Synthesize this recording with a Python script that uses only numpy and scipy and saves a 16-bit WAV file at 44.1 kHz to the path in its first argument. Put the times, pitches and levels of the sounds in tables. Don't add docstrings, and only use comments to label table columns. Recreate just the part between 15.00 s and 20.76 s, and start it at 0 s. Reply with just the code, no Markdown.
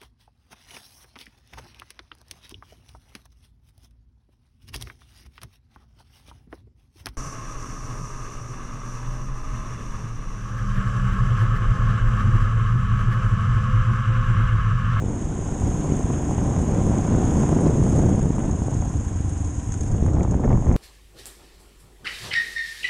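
import sys
import numpy as np
from scipy import signal
from scipy.fft import rfft, irfft
from scipy.io import wavfile
from scipy.ndimage import uniform_filter1d

SR = 44100
rng = np.random.default_rng(int(sys.argv[2]) if len(sys.argv) > 2 else 0)


def master_out(mix):
    frames = np.transpose(np.atleast_2d(mix))
    ceiling = np.clip(frames, -1, 1)
    pcm = np.round(ceiling * 32767).astype(np.int16)
    wavfile.write(sys.argv[1], SR, pcm)


def invert_db(x):
    u = np.asarray(x, float) / 20
    return 10 ** u


N = 254192
T = np.arange(N) / SR
HZ = np.fft.rfftfreq(N, 1 / SR)


def evened(x):
    return x / np.sqrt(np.mean(x ** 2) + 1e-20)


def curve(rows, column):
    columns = np.transpose(rows)
    return np.interp(T, columns[0], columns[column])


def colour(x, points):
    hz, db = np.transpose(points)
    gain_db = np.interp(np.log(HZ + 1), np.log(hz + 1), db, -120, -120)
    return irfft(rfft(x) * invert_db(gain_db), N)


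def band(x, lo_hz, hi_hz):
    return signal.sosfiltfilt(signal.butter(2, [lo_hz, hi_hz], "band", fs=SR, output="sos"), x)


def split(x):
    below_70, below_320 = (1 / (1 + (HZ / hz) ** 4) for hz in (70, 320))
    gains = (below_70, below_320 - below_70, 1 - below_320)
    return [irfft(rfft(x) * gain, N) for gain in gains]


def resonate(x, modes):
    out = np.zeros(N)
    for k, (hz, width_hz, db) in enumerate(modes):
        r = np.exp(-np.pi * width_hz / SR)
        angle = 2 * np.pi * hz / SR
        rung = signal.lfilter([1, 0, -1], [1, -2 * r * np.cos(angle), r * r], x)
        out += (-1) ** k * invert_db(db) * (1 - r) * rung
    return out


def drift(seconds):
    size = max(int(seconds * SR), 2)
    return evened(uniform_filter1d(uniform_filter1d(rng.standard_normal(N), size), size))


def ticks(per_s, size_db, fade_s):
    sizes = invert_db(size_db * np.minimum(rng.exponential(1, N), 4))
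    hits = sizes * (rng.random(N) < per_s / SR)
    return evened(signal.lfilter([1], [1, -np.exp(-1 / (fade_s * SR))], hits))


def burst(rows, t60_s):
    swell = np.zeros(N)
    for start_s, db in rows:
        part = slice(round(start_s * SR), round((start_s + .1) * SR))
        after_s = np.maximum(T[part] - start_s - .0008, 0)
        swell[part] += invert_db(db - 60 * after_s / t60_s) * np.minimum(after_s / .0007, 1)
    return swell * rng.standard_normal(N)


# time_s, firing_rate_hz
ENGINE_SPEED = [(0.0, 30.01), (0.3, 30.64), (0.9, 31.09), (1.2, 31.71), (1.5, 32.44), (1.8, 33.42),
                (2.1, 33.68), (2.4, 33.54), (2.7, 31.73), (3.3, 29.98), (3.6, 28.24), (3.9, 26.11),
                (4.2, 24.34), (4.5, 22.88), (4.8, 20.88), (5.1, 22.33), (5.4, 23.95), (5.76, 25.27)]


def firing_hz():
    return curve(ENGINE_SPEED, 1)


def once_a_cycle(place, width):
    turns = np.cumsum(firing_hz()) / SR
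    return np.exp((np.cos(2 * np.pi * (turns - place)) - 1) / (2 * np.pi * width) ** 2)


# middle_s, rise_db, length_s
GUST_BUMPS = [(0.07, 6, 0.091), (0.675, 3.5, 0.025), (0.943, 1.5, 0.032), (1.4, 3, 0.015),
              (1.626, -1, 0.035), (1.927, 3.5, 0.046), (2.156, 6, 0.035), (2.54, 3, 0.047),
              (2.676, 5.5, 0.02), (3.09, 2.5, 0.053), (3.267, -1.5, 0.021), (3.315, -17, 0.01),
              (3.36, -1.5, 0.011), (3.6, -5, 0.054), (4.937, 10.5, 0.013), (5.07, 5, 0.017),
              (5.206, 8.5, 0.039), (5.352, 9, 0.04), (5.449, 12.5, 0.016), (5.514, 13, 0.023),
              (5.694, 11, 0.017)]


def gusts():
    return sum(db * np.exp(-.5 * ((T - s) / length_s) ** 2) for s, db, length_s in GUST_BUMPS)


# time_s, level_db
ENGINE_NOISE = [(0.0, -50.5), (0.11, -48.5), (0.64, -44.5), (2.07, -44), (2.44, -41.5), (2.62, -44.5),
                (3.03, -43), (3.27, -47), (3.87, -46.5), (4.11, -47.5), (4.72, -46.5), (5.21, -51),
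                (5.32, -53.5), (5.58, -51), (5.76, -52.5)]


def engine_noise_db():
    return curve(ENGINE_NOISE, 1)


# pitch_hz, level_db (per Hz)
HOUSING_TONE = [(3300, -36), (4500, -25), (5000, -18.5), (5950, -14), (6250, -7), (6500, 2.5), (6950, -4),
                (7250, -5.5), (7900, -12), (9500, -16), (10500, -26), (11200, -29.5), (13000, -33.5),
                (14200, -66)]


def through_housing(x):
    return colour(x, HOUSING_TONE)


# pitch_hz, level_db (per Hz)
GRAVEL_TONE = [(900, -4), (1500, 2), (2200, -5), (3400, -8.5), (4000, -14), (4500, -20), (6000, -60)]


def on_gravel(x):
    return colour(x, GRAVEL_TONE)


def tyres():
    bed = 1.5 + 0.27 * ticks(per_s=170, size_db=7.0, fade_s=0.0048)
    open_db = engine_noise_db()
    level_db = -50.5 + 0.25 * (firing_hz() - 30)
    level_db += 0.79 * (open_db - open_db.mean())
    level_db += 0.2 * gusts()
    return invert_db(level_db) * evened(on_gravel(bed * rng.standard_normal(N)))


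# start_s, peak_db
LOOSE_PARTS = [(1.5, -30), (1.715, -31), (1.7454, -32), (2.2164, -31), (2.4275, -29), (2.836, -25),
               (2.9612, -26), (3.1918, -26), (3.557, -35.5), (3.739, -27), (4.079, -34), (4.472, -29),
               (4.963, -42), (5.62, -36), (5.7235, -28), (2.9855, -28), (3.091, -37), (3.225, -27),
               (3.39, -39), (3.481, -34), (3.5106, -25), (4.2907, -25), (4.3765, -27.5), (4.444, -26),
               (4.72, -20), (4.739, -20), (4.784, -40), (4.8069, -20.5), (4.8322, -23), (4.8793, -28),
               (4.915, -26), (5.03, -28), (5.062, -30.5), (5.1326, -28), (5.229, -23), (5.3095, -23.5),
               (5.3462, -31), (5.678, -30)]
# start_s, peak_db
VALVE_TAPS = [(0.6784, -49), (0.7382, -45), (0.8679, -45), (1.1263, -45), (1.2206, -43), (1.4361, -44),
              (1.4696, -44), (1.6482, -45), (1.8652, -39), (2.3082, -50), (2.4862, -42), (2.607, -34),
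              (2.7716, -39), (2.837, -39), (2.8679, -39), (2.8948, -42), (2.9577, -37), (2.9901, -39),
              (3.0919, -38), (3.1537, -40), (3.1877, -43), (3.2241, -41), (3.3578, -44), (3.3887, -39),
              (3.4905, -44), (3.5952, -52), (3.707, -45), (4.0911, -47), (4.1694, -46), (4.2946, -37),
              (4.375, -41), (4.4214, -44), (4.4443, -52), (4.4717, -47), (4.7222, -44), (4.782, -45),
              (4.8065, -51), (4.8334, -39), (4.8803, -50), (4.9217, -47), (5.0634, -43), (5.1053, -50),
              (5.2325, -51), (5.3133, -56), (5.6176, -51), (5.7234, -50)]
CHIP_S, CHIP_DB = 2.663, -42.5


def rattles():
    scale = np.std(through_housing(rng.standard_normal(N)))
    bursts = invert_db(-10.5) * burst(LOOSE_PARTS, t60_s=0.037)
    knocks = through_housing(bursts) + invert_db(-16.0) * on_gravel(bursts)
    loose = band(knocks, 300, 10000) / scale
    taps = invert_db(2) * band(burst(VALVE_TAPS, t60_s=0.057), 8200, 10240)
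    chip = invert_db(13) * band(burst([(CHIP_S, CHIP_DB)], t60_s=0.015), 2600, 5200)
    return loose + taps + chip


def clatter():
    gate = .75 + .22 * once_a_cycle(place=.58, width=.13) + .3 * once_a_cycle(place=.75, width=.05)
    bed = gate * (5 + 0.075 * ticks(per_s=110, size_db=0.0, fade_s=0.00058))
    jolts_db = 0.54 * drift(0.051)
    level_db = engine_noise_db() + 1 + jolts_db
    return invert_db(level_db) * evened(through_housing(bed * rng.standard_normal(N)))


# time_s, exhaust_thud_db, casing_knock_db
ENGINE_EFFORT = [(0, -52, -49), (.6, -40, -44.5), (1.2, -26.5, -43), (1.8, -32, -42), (2.4, -44, -39),
                 (3, -54, -49), (3.6, -25.5, -44.5), (4.2, -26, -44), (4.6, -28.5, -46.5), (4.9, -32, -46),
                 (5.3, -43, -53), (5.76, -21, -38)]
# pitch_hz, width_hz, level_db
CASING_MODES = [(697, 130, 2), (777, 116, 5.5), (959, 13.6, 5.5), (1035, 50, 1), (1615, 290, -20.5)]


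def casing():
    load = np.interp(firing_hz(), (25, 30), (.15, 1))
    gate = .55 + load * once_a_cycle(place=.9, width=.07) + .3 * once_a_cycle(place=.42, width=.07)
    knock = 30 * 0.27 * load * once_a_cycle(place=.9 + 0.0057 * drift(0.059), width=0.00082)
    rung = resonate(gate * rng.standard_normal(N) + knock, CASING_MODES)
    return invert_db(curve(ENGINE_EFFORT, 2)) * evened(rung)


# pitch_hz, width_hz, level_db
PIPE_MODES = [(76.6, 51, 0.014), (101.3, 67, -2)]
# pitch_hz, width_hz, level_db
SILENCER_MODES = [(289.6, 24.3, 0)]
# time_s, level_db
SILENCER_RING = [
    (0, -42),
    (.6, -39),
    (2, -36),
    (3, -37),
    (4.2, -39),
    (4.85, -39),
    (5.76, -40),
]


def exhaust():
    place = .17 + .018 * (32 - firing_hz()) + .045 * drift(.04)
    puffs = once_a_cycle(place, width=.012) * invert_db(2.6 * drift(.04))
    rough_gas = 3 * 0.36 * invert_db(2.5 * drift(0.015)) * drift(0.0012)
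    gas = evened(puffs) + rough_gas
    thud = invert_db(curve(ENGINE_EFFORT, 1)) * evened(resonate(gas, PIPE_MODES))
    ring = resonate(resonate(puffs, SILENCER_MODES), [(290, 160, 0)])
    return thud + invert_db(curve(SILENCER_RING, 1)) * evened(ring)


# time_s, strength_db, slow_buffeting_db (against the strength)
WIND_STRENGTH = [(0, -36, 7), (.15, -31.5, 0.5), (.55, -30, 3.5), (.95, -25, -1.5), (1.25, -28, -9),
                 (1.65, -23.5, -4), (2.15, -23, -2), (2.65, -21.5, -9), (2.95, -20.5, -5), (3.25, -23.5, 0),
                 (3.45, -25.5, -0.5), (4.0, -34.5, 0), (4.65, -40, 6.5), (5.05, -27, 5), (5.38, -31.5, 8),
                 (5.55, -26, 5), (5.63, -33, 8), (5.76, -23, 5.5)]


def wind_db():
    return curve(WIND_STRENGTH, 1)


def spray():
    grain = -0.5 + .5 * ticks(per_s=530, size_db=2.5, fade_s=0.0038)
    level_db = wind_db() - 32 + 0.9 * gusts()
    return invert_db(level_db) * evened(band(grain * rng.standard_normal(N), 875, 2246))


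def stray_snaps(count):
    when, spread, pick = rng.random((count, 3)).T
    start_s = .03 + when * (T[-1] - .06)
    level_db = np.interp(start_s, T, wind_db()) - 4 * spread
    return zip(start_s, level_db - 17.5, -25 + 6 * (pick - .5))


# start_s, peak_db, bright_part_db (against the dull part)
RIM_SNAPS = [(0.02, -23.5, -18), (0.084, -26, -26), (0.111, -31, -19), (0.813, -37, -17), (0.888, -26, -23),
             (1.1, -24, -19), (1.309, -16.5, -20), (1.381, -17, -30), (1.562, -18, -17), (1.751, -30, -19),
             (1.865, -22, -20), (1.896, -23, -22), (1.915, -19, -24), (1.938, -17, -27), (2.065, -37, -13),
             (2.229, -20, -26), (2.368, -18, -26), (2.433, -15, -22), (2.462, -24, -23), (2.491, -14, -19),
             (2.537, -25, -16), (2.586, -21.5, -10), (2.606, -22, -20), (2.656, -21, -15), (2.681, -26, -7),
             (2.737, -26, -20), (2.826, -19, -17), (2.864, -17.5, -20), (2.978, -24, -19),
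             (2.991, -19, -15), (3.023, -21, -25), (3.035, -16.5, -20), (3.148, -21, -13),
             (3.227, -26, -22), (3.256, -21, -21), (3.306, -22.5, -20), (3.381, -19, -29),
             (3.443, -20.5, -31), (3.493, -22, -23), (3.619, -19, -20), (3.682, -19, -29),
             (3.726, -23, -22), (3.822, -20.5, -17), (3.854, -24.5, -26), (5.023, -23, -22),
             (5.062, -21, -11.5), (5.183, -21, -26), (5.207, -20.5, -8.5), (5.248, -18, -17),
             (5.276, -20.5, -23), (5.322, -22, -19), (5.395, -22, -28), (5.436, -17, -14),
             (5.476, -15, -21), (5.504, -16, -17), (5.573, -21, -19), (5.623, -19.5, -29),
             (5.667, -18, -21), (5.713, -19, -10), (5.742, -18, -14),
             (4.907, -32, -14), (4.927, -32, -10), (5.084, -27, -8), (5.147, -22, -25), (5.167, -17, -26),
              (5.342, -17, -15), (5.516, -13, -17), (5.528, -16, -14), (5.646, -26, -13),
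              (5.692, -17.5, -20), (5.721, -24.5, -14)]


def snaps():
    out, room = np.zeros(N), np.ones(N)
    rows = [(s + 0.00188, db - 2, bright_db) for s, db, bright_db in RIM_SNAPS]
    rows += stray_snaps(count=6)
    chances = rng.uniform(-1.36, 1, (len(rows), 4))
    for (s, db, bright_db), (dull_bend, bright_bend, dull_phase, bright_phase) in zip(rows, chances):
        near = slice(max(round((s - .012) * SR), 0), round((s + .012) * SR))
        u = T[near] - s
        length_s = 0.0013 * np.where(u < 0, .7, 1.2)
        swell = np.exp(-2 * (u / length_s) ** 2)
        dull_hz = 740 * (1 + .15 * dull_bend)
        bright_hz = 1900 * (1 + .15 * bright_bend)
        dull = np.cos(2 * np.pi * dull_hz * u + dull_phase)
        bright = np.cos(2 * np.pi * bright_hz * u + bright_phase)
        out[near] += invert_db(db) * swell * (dull + invert_db(bright_db) * bright * swell)
        room[near] *= 1 - .8 * swell ** .2
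    return band(out, 250, 3600), room


# middle_s, peak_db, width_ms
WIND_PUSHES = [(0.0412, -11.3, 1.3), (0.0623, -12.7, 1.8), (0.0843, -13.1, 1.5), (0.644, -12.4, 1.9),
               (0.9011, -11.5, 1.0), (0.9219, -5.7, 1.2), (1.046, -11.5, 3.3), (1.1032, -11.3, 0.9),
               (1.3806, -10.3, 2.1), (1.3915, -11.1, 1.6), (1.4149, -11.6, 1.5), (1.6178, -8.1, 1.9),
               (1.6371, -10.8, 1.2), (1.7226, -8.8, 1.6), (1.8166, -7.2, 1.7), (1.8978, -5.3, 1.7),
               (1.9074, -8.2, 1.1), (1.9789, -10.0, 1.0), (2.0878, -9.0, 1.4), (2.1322, -10.2, 1.6),
               (2.1417, -8.1, 1.4), (2.176, -7.3, 1.4), (2.201, -10.2, 1.5), (2.2285, -9.8, 1.3),
               (2.278, -8.4, 1.4), (2.3691, -9.1, 1.0), (2.4011, -8.5, 1.1), (2.4334, -9.0, 1.1),
               (2.455, -10.1, 1.6), (2.4929, -10.0, 1.5), (2.6575, -6.5, 1.4), (2.6841, -8.9, 2.3),
               (2.6975, -6.6, 0.9), (2.743, -10.0, 1.6), (2.7834, -8.3, 1.2), (2.8172, -7.6, 1.2),
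               (2.8272, -8.3, 2.4), (2.8563, -9.7, 1.5), (2.8903, -8.8, 1.8), (2.98, -8.5, 1.3),
               (2.9917, -8.4, 0.8), (3.0044, -7.4, 1.5), (3.0526, -8.2, 1.3), (3.0986, -9.5, 0.8),
               (3.115, -8.8, 1.2), (3.1291, -5.7, 1.5), (3.2574, -5.8, 1.9), (3.3056, -5.0, 1.4),
               (3.3843, -9.7, 1.8), (3.62, -8.5, 1.6), (3.8042, -11.8, 3.0), (5.0268, -5.2, 1.7),
               (5.0568, -8.9, 1.9), (5.3531, -7.4, 1.6), (5.3655, -9.8, 1.7), (5.4488, -9.5, 0.7),
               (5.4789, -9.6, 2.5), (5.5023, -10.0, 1.4), (5.6962, -6.0, 2.4), (5.7141, -6.3, 1.4),
               (0.0241, -14.3, 1.4), (0.3916, -13.9, 1.0), (0.6944, -13.8, 1.7), (0.8043, -13.4, 1.4),
                 (0.9362, -13.4, 1.5), (0.9667, -13.2, 2.2), (0.996, -12.3, 0.8), (1.0569, -12.7, 1.3),
                 (1.2356, -13.2, 1.7), (1.3178, -13.2, 1.0), (1.5213, -12.3, 0.9), (1.6021, -13.0, 1.5),
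                 (1.8374, -12.0, 1.5), (1.8677, -10.5, 0.9), (1.9409, -10.6, 1.9), (1.9555, -11.6, 1.8),
                 (2.0211, -12.0, 2.2), (2.1077, -11.8, 1.1), (2.1578, -10.8, 1.5), (2.294, -11.7, 1.1),
                 (2.3473, -12.0, 1.7), (2.5064, -11.9, 1.3), (2.5168, -11.7, 1.1), (2.555, -12.0, 1.7),
                 (2.5766, -12.1, 1.4), (2.588, -10.3, 1.1), (2.61, -10.3, 0.9), (2.6467, -11.0, 0.9),
                 (2.7954, -11.7, 0.9), (2.9144, -11.1, 2.0), (2.9454, -10.6, 1.6), (3.0231, -9.9, 1.1),
                 (3.037, -11.6, 0.8), (3.078, -11.2, 1.7), (3.1578, -9.9, 2.2), (3.2104, -11.7, 3.0),
                 (3.229, -10.4, 1.6), (3.27, -10.4, 1.3), (3.5129, -12.9, 2.0), (3.684, -12.6, 0.7),
                 (3.7515, -12.3, 1.4), (3.8795, -13.9, 2.7), (4.0705, -14.8, 2.8), (4.206, -13.4, 2.0),
                 (4.2482, -14.3, 2.2), (4.693, -16.1, 2.1), (4.9366, -12.8, 2.5), (5.0696, -12.3, 2.4),
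                 (5.1471, -10.8, 1.3), (5.185, -11.2, 1.9), (5.2117, -11.8, 1.1), (5.2536, -11.1, 1.4),
                 (5.2855, -11.0, 2.3), (5.4024, -11.8, 1.0), (5.5197, -12.1, 2.6), (5.5329, -10.7, 1.4),
                 (5.5703, -10.1, 3.5), (5.5832, -9.9, 1.8), (5.6813, -11.5, 1.9), (5.7429, -12.4, 2.3)]


def pushes():
    out, room = np.zeros(N), np.ones(N)
    for s, db, width_ms in WIND_PUSHES:
        near = slice(max(round((s - .02) * SR), 0), round((s + .02) * SR))
        u = (T[near] - s) / (width_ms / 1000)
        rise = np.exp(-np.sqrt((1.5 * u) ** 2 + .06) - .3 * u ** 2)
        dip = np.exp(-.5 * (u / 3) ** 2)
        shape = rise - dip * rise.sum() / dip.sum()
        out[near] += invert_db(db + 1.4) * shape / shape.max()
        room[near] *= 1 - .85 * np.exp(-.5 * (u / 2.2) ** 2)
    return out, room


# pitch_hz, level_db (per Hz)
EDDY_TONE = [(7.1, -24), (12, -14.5), (43, -11), (143, 1.5), (224, -3), (260, -6), (350, -11), (471, -16.5),
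             (736, -23.5), (1340, -37), (2090, -66.5), (2420, -74), (4500, -65), (5850, -54), (9900, -120)]


def wind():
    sizes = invert_db(3.2 * np.minimum(rng.exponential(1, N), 3)) * (rng.random(N) < 300 / SR)
    air = 0.57 * evened(sizes - sizes.mean()) + 0.85 * rng.standard_normal(N)
    lumps = invert_db(0.3 * drift(0.031))
    steady = []
    for part in split(colour(air * lumps, EDDY_TONE)):
        power = uniform_filter1d(part ** 2, SR // 18)
        steady.append(part / np.sqrt(power + 1e-9 * np.mean(part ** 2)))
    strength, rise = wind_db(), gusts()
    buffet_db = strength - 2 + curve(WIND_STRENGTH, 2) + 0.16 * rise + 3.5 * drift(0.03)
    body_db = strength - 1.5 + 0.61 * rise
    flutter_db = strength.mean() + 0.98 * (strength - strength.mean()) - 7.5 + rise
    clumps_db = 1.37 * drift(0.014)
    return [invert_db(db + clumps_db) * part for db, part in zip((buffet_db, body_db, flutter_db), steady)]


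def scene():
    buffet, body, flutter = wind()
    strong, room = pushes()
    tears, gaps = snaps()
    flutter = flutter * gaps * invert_db(.8 * drift(.008))
    air = buffet + room * (body + flutter) + band(strong, 15, 850) + tears
    return (air + exhaust() + casing() + clatter() + tyres() + rattles() + spray())[None]


# pitch_hz, share (0-1)
EMPTY_SHARE = [(3700, .03), (4000, .25), (4400, .42), (4750, .3), (5100, .05), (5700, 0), (9800, 0),
               (10300, .35), (10900, .72), (11600, .68), (12600, .55), (13100, .65), (13600, .95)]


def holes(x):
    hz, t, z = signal.stft(x, SR, nperseg=2048, noverlap=1536)
    treble = hz[:, None] > 10000
    narrow = np.repeat(rng.standard_normal((257, len(t))), 4, axis=0)[:len(hz)]
    wide = np.repeat(rng.standard_normal((22, len(t))), 48, axis=0)[:len(hz)] * treble
    chance = uniform_filter1d(narrow + .6 * wide, size=10, axis=1)
    chance /= chance.std(axis=1, keepdims=True)
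    level_db = np.interp(t, T, engine_noise_db())
    chance += .06 * (level_db - level_db.mean()) * treble
    chance += 3 * (abs(t - CHIP_S) < .02) * (hz[:, None] < 6000)
    share_hz, share = np.transpose(EMPTY_SHARE)
    edge = np.quantile(chance, np.interp(hz, share_hz, share, 0, 1))
    kept = z * np.where(chance < edge[:, None], .003, 1)
    return signal.istft(kept, SR, nperseg=2048, noverlap=1536)[1][:, :N]


def top_cut(x):
    return signal.sosfilt(signal.butter(12, 13975, fs=SR, output="sos"), x)


def record(dry):
    squeezed = .8 * np.tanh(dry / .8)
    finished = holes(squeezed)
    return top_cut(finished)


dry = scene()
out = record(dry)
master_out(out)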